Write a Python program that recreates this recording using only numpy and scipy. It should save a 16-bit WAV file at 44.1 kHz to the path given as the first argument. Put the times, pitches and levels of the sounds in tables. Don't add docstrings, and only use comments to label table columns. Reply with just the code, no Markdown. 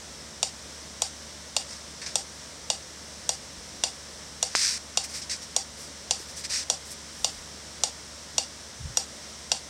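import sys
import numpy as np
from scipy import signal
from scipy.fft import rfft, irfft, next_fast_len
from scipy.io import wavfile
from scipy.ndimage import uniform_filter1d

SR = 44100
rng = np.random.default_rng(int(sys.argv[2]) if len(sys.argv) > 2 else 0)


def pcm_store(signal):
    levels = np.round(np.clip(np.atleast_2d(signal), -1, 1) * 32767)
    wavfile.write(sys.argv[1], SR, levels.astype(np.int16).T)


N = 427329
TIME = np.arange(N) / SR


def metronome(first_tick_s=0.4289, swing_s=1.13601, tock_lag_s=0.59064):
    out, t = np.zeros(N), TIME[:SR // 6]
    for side, lag in enumerate([0, tock_lag_s]):
        for start in np.arange(first_tick_s + lag, N / SR, swing_s):
            click = blow(t, side, snap_db=-3 + 0.65 * start)
            add(out, start, undb(-2 + 0.02 * start) * (click + shelves(t, click)))
    return out


# pitch in Hz, seconds to fade by 60 dB,
# relative level in dB on the tick, and on the tock.
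CASE_NOTES = [(502, 0.076, -33, -31.5), (634, 0.035, -24.5, -25), (736, 0.024, -21.5, -22),
              (859, 0.04, -25.5, -26.5), (1057, 0.03, -30, -32.5), (1370, 0.012, -29, -27),
              (2160, 0.0071, -29, -32), (2627, 0.015, -22.5, -28.0), (2837, 0.042, -22, -30),
              (3200, 0.011, -18.5, -22), (3420, 0.0077, -11, -12.5), (3766, 0.015, -15, -18.5),
              (4010, 0.025, -26, -22.5), (4370, 0.021, -21.5, -24.5), (4480, 0.086, -24.5, -47),
              (4884, 0.033, -18, -26), (5146, 0.015, -20.5, -29), (5370, 0.011, -16, -15.5),
              (5764, 0.026, -14, -12), (6670, 0.0089, -14.5, -10.5), (6890, 0.035, -24.5, -18.5),
              (7140, 0.03, -17, -21), (7410, 0.0084, -17, -12.5), (7970, 0.0056, -13.5, -11),
              (8380, 0.012, -18, -16), (8770, 0.016, -31, -17.5), (9940, 0.009, -26.5, -23),
              (11460, 0.0067, -28.5, -24.5)]

def blow(t, side, snap_db, snap_hz=5740, snap_width_hz=1000, scatter_db=1.0, detune=0.0015):
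    hz, fade_s, *side_db = np.transpose(CASE_NOTES)
    snap_band = np.exp(-((hz - snap_hz) / snap_width_hz) ** 2)
    db = side_db[side] + snap_db * snap_band + scatter_db * rng.standard_normal(len(hz))
    hz = hz * (1 + detune * rng.standard_normal(len(hz)))
    gains = (-1) ** np.arange(len(hz)) * undb(db)
    rings = np.sin(2 * np.pi * np.outer(hz, t)) * fade(t, fade_s[:, None])
    soften = signal.butter(2, 12000, fs=SR, output="sos")
    return signal.sosfilt(soften, gains @ rings + crack(t))


# frequency in Hz, relative level in dB.
CRACK_TONE = [(380, -40), (520, -2.5), (850, 2.5), (1900, -16), (3500, 5), (8500, 1), (10500, -15),
              (16000, -26)]

def crack(t, db=-15, fade_s=0.0043):
    return undb(db) * noise(CRACK_TONE, len(t)) * fade(t, fade_s)


# frequency in Hz, relative level in dB.
WASH_TONE = [(300, -48), (520, -11), (900, -6.5), (1300, -17.5), (2400, -8), (3400, -6), (4100, -10),
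             (4550, 7), (5500, 4), (6300, -1.5), (8900, 0.5), (9500, -12), (12000, -24), (16000, -47)]

def shelves(t, click, hold_s=0.05, near_s=0.004, hollow_hz=780, hollow_s=0.035):
    hold = (1 - np.exp(-t / 0.00077)) * np.exp(-(t / hold_s) ** 3 / 2)
    near = (t / near_s) * np.exp(1 - t / near_s)
    wash = noise(WASH_TONE, len(t)) * (undb(-34) * hold + undb(-31) * near)
    paths = rng.standard_normal(len(t)) * hold
    echo = signal.fftconvolve(click, paths / np.linalg.norm(paths))[:len(t)]
    hollow = np.sin(2 * np.pi * hollow_hz * t) * np.exp(-((t - hollow_s) / 0.019) ** 2)
    return wash + undb(-12) * echo + undb(-41) * hollow


# frequency in Hz, relative level in dB.
RUB_TONE = [(290, -70), (500, -49), (906, -21), (1210, -15), (1840, -4.5), (2460, -5.5), (3020, -11.5),
            (4800, 2), (5550, 5), (6800, -4), (8580, -4.5), (10200, -20), (15100, -44), (16000, -41)]
GLIDE_TONE = [(2000, -28), (5500, -4), (8500, 7.5), (10500, -3), (16000, -16)]
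# start in seconds, length in seconds, level in dB,
# level of the glide in dB compared with the rub.
FINGER_STROKES = [(1.678, 0.12, -41.5, -20), (4.498, 0.09, -41, -16), (4.564, 0.22, -24, -15),
                  (5.034, 0.04, -35, -5), (5.085, 0.08, -41, -8), (5.134, 0.085, -33.5, -10),
                  (5.294, 0.069, -28, -20), (5.416, .045, -40, -10), (5.769, 0.13, -45, -3),
                  (6.18, 0.077, -45, -3), (6.27, 0.08, -44.5, -6), (6.36, 0.07, -37.5, -5.5),
                  (6.436, 0.041, -30.5, -18), (6.494, 0.15, -27, -17), (6.85, 0.084, -52, 4),
                  (6.903, 0.045, -43, 3), (7.14, 0.29, -57, 6)]

def rubbing(grip_s=0.0032, lift_s=0.0074, grain_db=2.5, flicker_db=0.8):
    rub_power, glide_power = np.zeros(N), np.zeros(N)
    for start, length, db, glide_db in FINGER_STROKES:
        corners = start + np.sort([0, grip_s, 0.33 * length, length - lift_s, length])
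        speed = np.interp(TIME, corners, [0, 0.56, 1, 0.29, 0])
        rub_power += (undb(db) * speed) ** 2
        glide_power += (undb(db + glide_db) * speed) ** 2
    catches = rng.standard_normal(N) * undb(grain_db * np.minimum(rng.exponential(size=N), 5))
    rub = colour(catches, RUB_TONE) * undb(-flicker_db * wander(230))
    return np.sqrt(rub_power) * rub + np.sqrt(glide_power) * noise(GLIDE_TONE)


# start in seconds, level in dB, seconds to fade by 60 dB,
# added brightness in dB per octave.
GRIP_SCUFFS = [(2.015, -34, 0.24, -3.5), (2.06, -31.5, 0.27, -2), (4.552, -19, 0.12, 1),
               (4.6692, -19, .016, 4), (5.0376, -32, .02, 4), (5.217, -33.5, 0.16, 0.4),
               (5.36, -37, .08, 7)]

def scuffs(attack_s=0.0013):
    out, t = np.zeros(N), TIME[:SR // 5]
    attack = 1 - np.exp(-t / attack_s)
    for start, db, fade_s, bright_db in GRIP_SCUFFS:
        tone = [(hz, level + bright_db * np.log2(hz)) for hz, level in RUB_TONE]
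        add(out, start, undb(db) * noise(tone, len(t)) * attack * fade(t, fade_s))
    return out


# middle in seconds, pitch in Hz, half length in seconds, level in dB.
HAND_BUMPS = [(3.59, 48, .03, -50), (6.203, 380, 0.0024, -36.5), (7.22, 45, .035, -52),
              (7.38, 42, .035, -50), (8.811, 120, 0.0098, -33), (8.851, 77, 0.025, -32),
              (8.861, 141, .012, -34), (8.87, 46, .045, -43), (8.91, 120, 0.013, -39)]

def knocks(tap_s=4.5517, tap_hz=1400, shell_hz=5200, shell_fade_s=0.0036):
    t = TIME[:SR // 20]
    push = 2 * np.pi * tap_hz * (TIME - tap_s)
    out = -undb(-7) * push * np.exp((1 - push ** 2) / 2)
    add(out, tap_s, -undb(-10) * np.sin(2 * np.pi * shell_hz * t) * fade(t, shell_fade_s))
    for middle, hz, half_s, db in HAND_BUMPS:
        offset = TIME - middle
        out += undb(db) * np.sin(2 * np.pi * hz * offset) * np.exp(-(offset / half_s) ** 2)
    return out


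# multiple of the hum's lowest pitch, level in dB, waver in dB.
MOTOR_NOTES = [(1, -56, 0.44), (2, -64.5, 2), (3, -62, 1.6)]

def hum(lowest_hz=73.76, drift=0.0029, mains_hz=100.4, mains_db=-67):
    angle = 2 * np.pi * np.cumsum(lowest_hz * (1 + drift * wander(2.96))) / SR
    motor = sum(undb(db + waver * wander(2.8)) * np.sin(k * angle) for k, db, waver in MOTOR_NOTES)
    mains = undb(mains_db) * np.sin(2 * np.pi * mains_hz * TIME)
    return np.sqrt(2) * (motor + mains)


# frequency in Hz, relative level in dB.
RUMBLE_TONE = [(20, -24), (32, -17), (45, -4), (60, 5.5), (85, 0.5), (102, -1), (120, 0), (150, 5.5),
               (250, 4), (310, 2.5), (380, 0.5), (580, 4.5), (850, -4.5), (1100, -11), (3000, -60)]
HISS_TONE = [(500, -41), (900, -5), (2050, -5), (2550, -9.5), (3350, -5.5), (4600, -5), (5500, 1),
             (6050, -1), (6600, -6), (8500, -7), (10000, -16.5), (11000, -21.5), (14000, -29.5),
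             (16000, -31)]

def room(rumble_db=-51, hiss_db=-44):
    rumble = noise(RUMBLE_TONE) * undb(rumble_db)
    hiss = noise(HISS_TONE) * undb(hiss_db)
    return rumble * undb(0.6 * wander(10)) + hiss * undb(0.25 * wander(6))


def undb(db):
    return 10 ** (np.asarray(db) / 20)


def fade(t, fade_s):
    return np.exp(-np.log(1000) * t / fade_s)


def add(track, start_s, sound):
    i = int(round(start_s * SR))
    track[i:i + len(sound)] += sound[:N - i]


def colour(sound, tone):
    hz, db = np.transpose(tone)
    size = next_fast_len(len(sound))
    bins = np.maximum(np.fft.rfftfreq(size, 1 / SR), 1)
    gains = undb(np.interp(np.log(bins), np.log(hz), db))
    shaped = irfft(rfft(sound, size) * gains, size)[:len(sound)]
    return shaped / shaped.std()


def noise(tone, size=N):
    return colour(rng.standard_normal(size), tone)


def wander(rate_hz):
    step = int(SR / rate_hz)
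    stairs = np.repeat(rng.standard_normal(N // step + 1), step)
    return 1.32 * uniform_filter1d(stairs, step)[:N]


def scene():
    return np.tile(metronome() + rubbing() + scuffs() + knocks() + hum() + room(), (2, 1))


def record(dry):
    return signal.sosfilt(signal.ellip(8, 0.2, 70, 15800, fs=SR, output="sos"), dry)


dry = scene()
out = record(dry)
pcm_store(out)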